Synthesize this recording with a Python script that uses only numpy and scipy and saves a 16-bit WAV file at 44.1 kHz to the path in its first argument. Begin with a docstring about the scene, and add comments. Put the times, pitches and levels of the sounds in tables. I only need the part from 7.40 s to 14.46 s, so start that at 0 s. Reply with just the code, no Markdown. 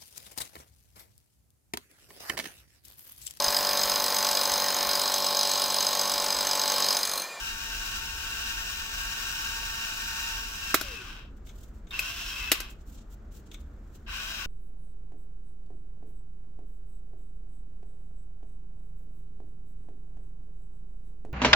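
"""A small motor whines and rattles: a battery pepper mill running empty, hand-held, close by in a small room.
One long run, then two short ones. The rotor hums at multiples of the shaft rate and the gear teeth ring
the housing, heard first from the open mouth, then from the steel base, then mostly from the mouth again.
The dry shaft squeals, a switch snaps, fingers rub the case, loose parts tick, the room rumbles beneath."""
import sys
import numpy as np
from scipy import signal
from scipy.fft import rfft, irfft
from scipy.io import wavfile
from scipy.ndimage import uniform_filter1d, map_coordinates

SR = 44100
rng = np.random.default_rng(int(sys.argv[2]) if len(sys.argv) > 2 else 0)


def master(y):
    """Save y as 16-bit WAV."""
    cut = np.clip(np.atleast_2d(y).T, -1, 1)
    pcm = np.round(cut * 32767)  # scale
    wavfile.write(sys.argv[1], SR, pcm.astype(np.int16))


N = 311346
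T = np.arange(N) / SR

# Spectra of room rumble, air and skin friction. Each row: frequency in Hz, level in dB.
RUMBLE_SPECTRUM = [(12, -21), (20, -5.5), (45, -4.5), (85, -12.5), (140, -20), (200, -20), (330, -24.5),
                   (450, -31.5), (650, -51.5), (1300, -100)]
AIR_SPECTRUM = [(300, 7), (600, 6), (950, -0.5), (1400, 2.5), (2000, -7.5), (3000, -15.5), (5000, -20.5),
                (7500, -19), (9500, -39), (16000, -27.5)]
RUB_SPECTRUM = [(400, 14), (1500, -17), (3000, 3.5), (5000, 0), (7500, 6), (9500, -7), (13000, 0),
                (16000, -0.5)]
# Room modes in the rumble. Each row: centre in Hz, width in Hz, level in dB.
ROOM_MODES = [(39, 20, 0), (67, 9.9, -3), (217, 11, -17)]
# Finger strokes. Each row: midpoint in seconds, length in seconds, level in dB, relative sheen in dB.
FINGER_STROKES = [(3.975, .03, -66, -2), (4.085, .08, -59, 0), (4.21, .21, -61.5, 1), (4.36, .09, -69, 0),
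                  (4.495, .03, -63, 5), (5.31, .06, -57, 3), (5.41, .05, -64, -8), (5.515, .13, -60, 3),
                  (5.59, .1, -57, -13), (5.725, .06, -58, 2), (5.962, .12, -58, 1), (6.07, .09, -66, -10),
                  (6.135, .06, -55, -1), (6.205, .035, -63, 1), (6.558, .05, -64, -2)]

# Spectra of a tick and of the switch crack. Each row: frequency in Hz, level in dB.
TICK_SPECTRUM = [(300, -47), (1500, 1), (1850, -5), (2200, 7), (2750, 0), (3150, 3), (3500, 13), (4300, -4),
                 (5300, -13), (6100, 3.5), (8000, -5), (10000, -28), (15000, -26)]
CRACK_SPECTRUM = [(200, -36.5), (350, -8.5), (520, -10), (900, -8.5), (1500, 1), (2700, -0.5), (3400, -4),
                  (3900, 1), (5400, -2.5), (7500, -3.5), (9600, -9.5), (11700, -2.5), (14500, -5.5),
                  (16000, -9.5)]
# Modes of the case and of the whole held body. Each row: frequency in Hz, level in dB, T60 in seconds.
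CASE_MODES = [(1510, -11, .05), (1890, -15, .06), (2450, -2.5, 0.098), (2467, -5.5, 0.095), (3360, -2, .05),
              (3860, -2.5, .05), (4620, -4.5, .04), (5330, 6.5, 0.032), (5750, -5, .04),
              (7000, -7.5, 0.034), (11700, -7, .05), (11880, -7, .04), (12600, -2, .04), (13700, -0.5, .05),
              (14150, -5.5, .05)]
BODY_MODES = [(325, 0, .032), (390, 0, .03), (460, -9, .03), (680, -4, .025), (840, -4, .02)]
# Loose parts ticking. Each row: start in seconds, level in dB, contact time in seconds.
LOOSE_TICKS = [(4.068, -30, .05), (4.090, -26, .03), (4.468, -32, 0.065), (6.114, -23.5, .008),
               (6.1435, -19.5, .002)]
# Switch snaps and gears taking up slack. Each row: start in seconds, level in dB, thump and knock in dB
# re the crack, knock pitch in Hz, knock T60 in seconds, left minus right in dB.
SNAPS = [(3.3428, 9, -11, -2.5, 1300, .005, -2.5), (3.4116, -5, -11, -8, 1500, .014, 6),
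         (4.5082, -24.5, -28, 9.5, 3670, 0.045, -.5), (4.5919, -3.3, -35, 5, 2560, .03, 5),
         (5.117, 10.5, -16.5, -7.5, 2800, .006, 1.5), (5.2025, -6.5, -16, -12, 1500, .014, 3)]
# Shaft squeals. Each row: start and length in seconds, first and last pitch in Hz, level in dB.
SHAFT_SQUEALS = [(3.166, .21, 2774, 2650, -45), (3.458, .17, 2686, 2570, -47),
                 (4.524, .05, 2675, 2680, -41), (4.625, .07, 2700, 2820, -40),
                 (4.797, .05, 2670, 2760, -40), (4.96, .15, 2688, 2630, -37.5),
                 (6.77, .05, 2480, 2600, -43.5)]

# Motor runs. Each row: on and off time in seconds, free shaft rate in Hz, braking in Hz per second,
# treble gain in dB, hum gain under power and while coasting in dB.
MOTOR_RUNS = [(-1, 3.372, 226.8, 425, .3, -2.8, 11), (4.503, 4.895, 230, 505, 1.2, -4.5, -8),
              (6.662, 6.94, 223, 530, -2, -3, -6)]
# How the mill is held. 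Each row: time in seconds, share of the mouth from 0 to 1, nearness gain in dB,
# left minus right in dB, lead of the left channel in milliseconds.
MILL_POSE = [(0, 1, -.6, 2.7, .13), (1.5, .99, 0, 2.3, .14), (2.85, 1, 1.2, 1.5, .14),
             (3.1, .98, -2.4, 1.5, .14), (3.3, .95, -1.3, 1.5, .14), (3.42, .6, -6, 4, .044),
             (3.7, .45, -4.4, 2.5, .027), (4.5, .15, -3.5, 1, .065), (4.88, .07, -3, 1.5, .03),
             (5.1, .01, 1, 2, .011), (6.7, .7, -2, 3.3, .11), (6.92, .7, -2.8, 3.3, .13),
             (7.06, .7, 0, 3.3, .14)]
# Housing resonances at mouth and base. Each row: centre in Hz, width in Hz, level in dB.
MOUTH_RESONANCES = [(1113, 70, -5), (1347, 50, -7), (1530, 250, .2), (1815, 55, -6.5), (2480, 210, -8.5),
                    (2735, 140, -3.2), (2944, 340, -7), (3490, 100, -15), (3860, 250, -8.5),
                    (4850, 170, -10.5), (5390, 170, -9), (5800, 300, -8.5), (7120, 110, -15),
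                    (10520, 220, -18), (13300, 210, -18.5), (14150, 160, -18.5)]
BASE_RESONANCES = [(1100, 350, -7), (1520, 590, -7.5), (2100, 350, -11), (2620, 280, -.5), (2900, 220, -5),
                   (3190, 240, -2), (3750, 1100, -11), (5400, 1100, -10), (8770, 30, -18),
                   (10600, 280, -18.5), (14300, 900, -14.5)]
# Broad radiation between the resonances. Each row: frequency in Hz, level in dB.
SHELL_SPECTRUM = [(150, -40), (500, -31.5), (780, -19.5), (950, -18.5), (1300, -22), (2050, -18.5),
                  (2400, -13.5), (3300, -15.5), (4350, -14.2), (6000, -13), (8100, -17), (9000, -25.5),
                  (12000, -23.7), (14500, -20.5), (16000, -18.5)]
# Gear mesh tones. Each row: multiple of the shaft rate, level in dB re the tooth impacts.
MESH_TONES = [(5, -32), (6, -28), (7, -28), (9, -23), (11, -27), (12, -22), (13, -23), (15, -18.5),
              (18, -23), (24, -20.5)]
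# Rotor hum. Each row: multiple of the shaft rate, level at mouth and at base in dB, before the hum gain.
ROTOR_TONES = [(2, -30.5, -40.5), (3, -26, -18), (4, -15.5, -43.5)]

RUMBLE_DB, AIR_DB, ROOM_T60_S = -44, -61, .3
GRIP_DB, SHEEN_HZ = -76.8, 9000
SPIN_UP_S, ENGAGE_S = .053, .028  # time constants: shaft speed, tooth load
MILL_DB, TREBLE_HZ = -36, 4300
RATTLE_EXPONENT, TREBLE_EXPONENT = .78, 1.55
CUTOFF_HZ = 15750


def undb(db):
    """Decibels to gain."""
    return 10 ** (np.asarray(db) / 20)


def unit(x):
    """Scale to rms 1."""
    return x / np.sqrt(np.mean(x ** 2))


def curves(rows):
    """Table columns, interpolated linearly over time."""
    times_s, *columns = np.transpose(rows)
    return [np.interp(T, times_s, column) for column in columns]


def pan(db):
    """Left and right gains for a level difference."""
    return undb(np.array([db, -db]).reshape(2, -1) / 2)


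def colour(x, spectrum, resonances=(), size=4096):
    """Minimum-phase filter from a broad spectrum plus resonances."""
    bins_hz = np.maximum(np.fft.rfftfreq(size, 1 / SR), 1)
    hz, db = np.transpose(spectrum)
    power = undb(np.interp(np.log(bins_hz), np.log(hz), db)) ** 2
    power /= 1 + (hz[0] / bins_hz / 2) ** 4
    for centre_hz, width_hz, peak_db in resonances:
        power += undb(peak_db) ** 2 / (1 + (2.16 * (bins_hz - centre_hz) / width_hz) ** 2) ** 2
    cepstrum = irfft(np.log(power) / 2)
    cepstrum[1:size // 2] *= 2
    cepstrum[size // 2 + 1:] = 0
    response = irfft(np.exp(rfft(cepstrum)))
    return signal.fftconvolve(np.atleast_2d(x), response[None], axes=1)[:, :x.shape[-1]]


def split(x, hz):
    """Bands below and above a frequency."""
    low = signal.sosfiltfilt(signal.butter(3, hz, fs=SR, output="sos"), x)
    return low, x - low


def wander(rate_hz):
    """Smooth random drift, rms 1."""
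    knots = signal.resample(rng.standard_normal(1024), 8192)
    return unit(np.interp(T * rate_hz, np.linspace(0, 1024, len(knots)), knots))


def stereo(three, correlation):
    """Left and right from one shared signal and two separate ones."""
    return np.sqrt(correlation) * three[0] + np.sqrt(1 - correlation) * three[1:]


def stereo_noise(samples, correlation):
    """Partly correlated white noise."""
    return stereo(rng.standard_normal((3, samples)), correlation)


def decay(t, t60_s):
    """Exponential decay."""
    return np.exp(-np.log(1000) * t / t60_s)


def add(out, start_s, sound):
    """Mix a sound in at a time."""
    i = int(start_s * SR)
    out[:, i:i + sound.shape[1]] += sound[:, :N - i]


def room_tone():
    """Deep rumble, near mono, under faint air."""
    rumble = unit(colour(stereo_noise(N, correlation=.98), RUMBLE_SPECTRUM, ROOM_MODES, size=32768))
    air = unit(colour(stereo_noise(N, correlation=.31), AIR_SPECTRUM))
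    return undb(RUMBLE_DB) * rumble + undb(AIR_DB) * air


def reflections(x, wet_db, predelay_s=.006):
    """Diffuse tail of a small furnished room."""
    t = np.arange(SR // 2) / SR
    tail = rng.standard_normal((2, len(t))) * decay(t, ROOM_T60_S) * (t > predelay_s)
    tail = unit(colour(tail, [(200, -5), (3000, 10), (14000, .5)])) / np.sqrt(len(t))
    return undb(wet_db) * signal.fftconvolve(x, tail, axes=1)[:, :N]


def fingers():
    """Skin catches and slips on the case in uneven grains; strokes swell over a restless grip."""
    grains = rng.standard_normal((3, N)) * undb(rng.standard_normal(N) + 2.7 * wander(90))
    friction = unit(colour(stereo(grains, correlation=.13), RUB_SPECTRUM))
    scuff, sheen = split(friction, SHEEN_HZ)
    out = undb(GRIP_DB + 2 * wander(6)) * (scuff + sheen)
    for mid_s, length_s, db, sheen_db in FINGER_STROKES:
        on = np.abs(T - mid_s) < length_s / 2
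        pressure = np.cos(np.pi * (T[on] - mid_s) / length_s)
        out[:, on] += undb(db) * pressure * (scuff[:, on] + undb(sheen_db) * sheen[:, on])
    return out


def case_impact(t, spectrum, crack_t60_s, ring_db, contact_s):
    """Crack, scattered tail and case ring; long contact blunts the onset. Energy 1."""
    onset = 1 - decay(t, contact_s)
    envelope = (decay(t, crack_t60_s) + undb(-13) * decay(t, .09)) * onset
    crack = colour(stereo_noise(len(t), correlation=.45) * envelope, spectrum)
    ring = sum(undb(db) * decay(t, t60_s) * np.sin(2 * np.pi * hz * t + rng.normal(0, .7, (2, 1)))
               for hz, db, t60_s in CASE_MODES)
    return unit(unit(crack) + undb(ring_db) * unit(ring * onset)) / np.sqrt(len(t))


def damped_mode(t, hz, t60_s, rise_cycles=1.8):
    """Heavily damped mode that swells over its first cycles. Energy 1."""
    onset = 1 - np.exp(-t * hz / rise_cycles)
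    return unit(np.sin(2 * np.pi * hz * t) * decay(t, t60_s) * onset) / np.sqrt(len(t))


def loose_ticks():
    """Loose parts tick and scuff on the case."""
    out, t = np.zeros((2, N)), np.arange(SR // 4) / SR
    for start_s, db, contact_s in LOOSE_TICKS:
        tick = case_impact(t, TICK_SPECTRUM, crack_t60_s=.039, ring_db=-14, contact_s=contact_s)
        add(out, start_s, undb(db) * pan(3) * tick)
    return out


def snaps():
    """Switch and gear slack crack, knock the plastic and thump the whole body."""
    out, t = np.zeros((2, N)), np.arange(SR // 4) / SR
    body = sum(undb(db) * damped_mode(t, hz, t60_s) for hz, db, t60_s in BODY_MODES)
    for start_s, db, thump_db, knock_db, knock_hz, knock_t60_s, pan_db in SNAPS:
        crack = case_impact(t, CRACK_SPECTRUM, crack_t60_s=.048, ring_db=-10, contact_s=.0026)
        thump = undb(thump_db) * pan(-3) * body
        knock = undb(knock_db) * damped_mode(t, knock_hz, knock_t60_s)
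        add(out, start_s, undb(db) * pan(pan_db) * (crack + thump + knock))
    return out


def shaft_squeals():
    """The dry shaft sticks and slips: short wobbling tones near the main housing resonance."""
    out = np.zeros((2, N))
    wobble = 1 + .02 * wander(130)
    phase_rad = np.array([[0], [1.1]])
    for start_s, length_s, first_hz, last_hz, db in SHAFT_SQUEALS:
        on = (T > start_s) & (T < start_s + length_s)
        progress = (T[on] - start_s) / length_s
        hz = (first_hz + (last_hz - first_hz) * progress) * wobble[on]
        swell = np.sqrt(np.abs(np.sin(np.pi * progress)))
        tone = np.sqrt(2) * np.sin(2 * np.pi * np.cumsum(hz) / SR + phase_rad)
        add(out, start_s, undb(db) * swell * tone)
    return out * pan(2) * undb(2.5 * wander(60))


def motor():
    """Powered, the shaft races to its free speed; switched off, friction brakes it evenly to rest."""
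    shaft_hz, tooth_load, treble_gain, hum_db = np.zeros((4, N))
    for on_s, off_s, free_hz, brake_hz_per_s, treble_db, powered_db, coasting_db in MOTOR_RUNS:
        run = T >= on_s
        powered_s = np.minimum(T[run], off_s) - on_s
        coasting_s = np.maximum(T[run] - off_s, 0)
        driven_hz = free_hz * (1 - np.exp(-powered_s / SPIN_UP_S))
        shaft_hz[run] = np.maximum(driven_hz - brake_hz_per_s * coasting_s, 0)
        pace = shaft_hz[run] / free_hz
        tooth_load[run] = np.where(coasting_s > 0, pace, 1 - np.exp(-powered_s / ENGAGE_S))
        treble_gain[run] = undb(treble_db) * pace ** TREBLE_EXPONENT
        hum_db[run] = powered_db + (coasting_db - powered_db) * (1 - np.exp(-coasting_s / SPIN_UP_S))
    return shaft_hz, tooth_load, treble_gain, hum_db


def shaft_tone(turns, multiple, db, waver_db):
    """Shaft harmonic whose level wavers with the load."""
    load = wander(7) + wander(45)
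    amplitude = np.sqrt(2) * undb(db + waver_db * load)
    return amplitude * np.sin(2 * np.pi * (multiple * turns + rng.random()))


def rotor_hum(turns, pace, mouth_share, hum_db):
    """Low shaft harmonics that grow with speed and leave the mouth in a narrow beam."""
    beam = mouth_share ** 3
    hum = sum(shaft_tone(turns, multiple, hum_db + beam * mouth_db + (1 - beam) * base_db, waver_db=1.8)
              for multiple, mouth_db, base_db in ROTOR_TONES)
    return hum * pace ** 2


def worn_track(turns, harmonics=80):
    """Brushes pass the same scratches every turn: a buzz of high shaft harmonics."""
    spectrum = np.exp(2j * np.pi * rng.random(harmonics)) * (np.arange(harmonics) > 7)
    surface = irfft(spectrum, harmonics * 16)
    return unit(np.interp(turns % 1, np.linspace(0, 1, len(surface)), surface))


def tooth_impacts(turns, scatter_db, backlash_teeth, pinion_teeth=12):
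    """One impact per tooth, uneven in strength, early or late by the backlash."""
    teeth_passed = turns * pinion_teeth
    crossings = np.flatnonzero(np.diff(np.floor(teeth_passed))) + 1
    lateness, strength = rng.standard_normal((len(crossings), 2)).T
    hit_teeth = np.floor(teeth_passed[crossings]) + backlash_teeth * lateness
    hit_samples = np.round(np.interp(hit_teeth, teeth_passed, np.arange(N))).astype(int)
    hits = np.bincount(hit_samples, undb(scatter_db * strength), N)
    return hits - uniform_filter1d(hits, size=64)


def gear_drive(turns, shaft_hz, pace):
    """Stereo force on the housing: tooth impacts, brush scratch and mesh tones."""
    teeth = np.array([unit(tooth_impacts(turns, scatter_db=5, backlash_teeth=.3)) for _ in range(3)])
    teeth *= np.sqrt(shaft_hz.mean() / np.maximum(shaft_hz, 40))
    brushes = rng.standard_normal((3, N)) * (1 + .2 * np.cos(2 * np.pi * 2 * turns))
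    track = np.array([worn_track(turns) for _ in range(3)])
    rocking_turns = turns + .009 * wander(160)  # backlash rocks the pinion, roughening the tones
    mesh = sum(shaft_tone(rocking_turns, multiple, db, waver_db=2.5) for multiple, db in MESH_TONES)
    contacts = teeth + undb(-2.5) * brushes + undb(-9.5) * pace * track
    return stereo(contacts, correlation=.2) + np.sqrt(pace) * mesh


def housing(drive, mouth_share):
    """The driven housing radiates from the open mouth and the steel base."""
    at_mouth = unit(colour(drive, SHELL_SPECTRUM, MOUTH_RESONANCES))
    at_base = unit(colour(drive, np.array(SHELL_SPECTRUM) + [0, -3], BASE_RESONANCES))
    return np.sqrt(mouth_share) * at_mouth + np.sqrt(1 - mouth_share) * at_base


def mill():
    """Gears rattle the housing and the rotor hums; the pose sets colour, level and direction."""
    shaft_hz, tooth_load, treble_gain, hum_db = motor()
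    pace = shaft_hz / shaft_hz.max()
    mouth_share, near_db, pan_db, lead_ms = curves(MILL_POSE)
    load_flutter = 1 + .002 * wander(2.5) + .005 * wander(14) + .006 * wander(70)
    turns = np.cumsum(shaft_hz * load_flutter) / SR
    drive = gear_drive(turns, shaft_hz, pace)
    low, high = split(housing(drive, mouth_share), TREBLE_HZ)
    # slow teeth strike softly and lose their treble first
    rattle = low * tooth_load ** RATTLE_EXPONENT + high * treble_gain
    rattle *= undb(.4 * wander(6) + .6 * wander(24) + .5 * wander(110))
    hum = rotor_hum(turns, pace, mouth_share, hum_db)
    left, right = (rattle + hum) * undb(MILL_DB + near_db) * pan(pan_db)
    delayed_right = map_coordinates(right, [np.arange(N) - lead_ms * SR / 1000], order=3)
    return np.array([left, delayed_right])


def scene():
    """Mill and hand, their reflections, room tone."""
    direct = mill() + shaft_squeals() + snaps() + loose_ticks() + fingers()
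    return direct + reflections(direct, wet_db=-14.5) + room_tone()


def record(dry):
    """Steep low-pass on the top treble."""
    return signal.sosfilt(signal.ellip(10, .2, 80, CUTOFF_HZ, fs=SR, output="sos"), dry)


dry = scene()
out = record(dry)
master(out)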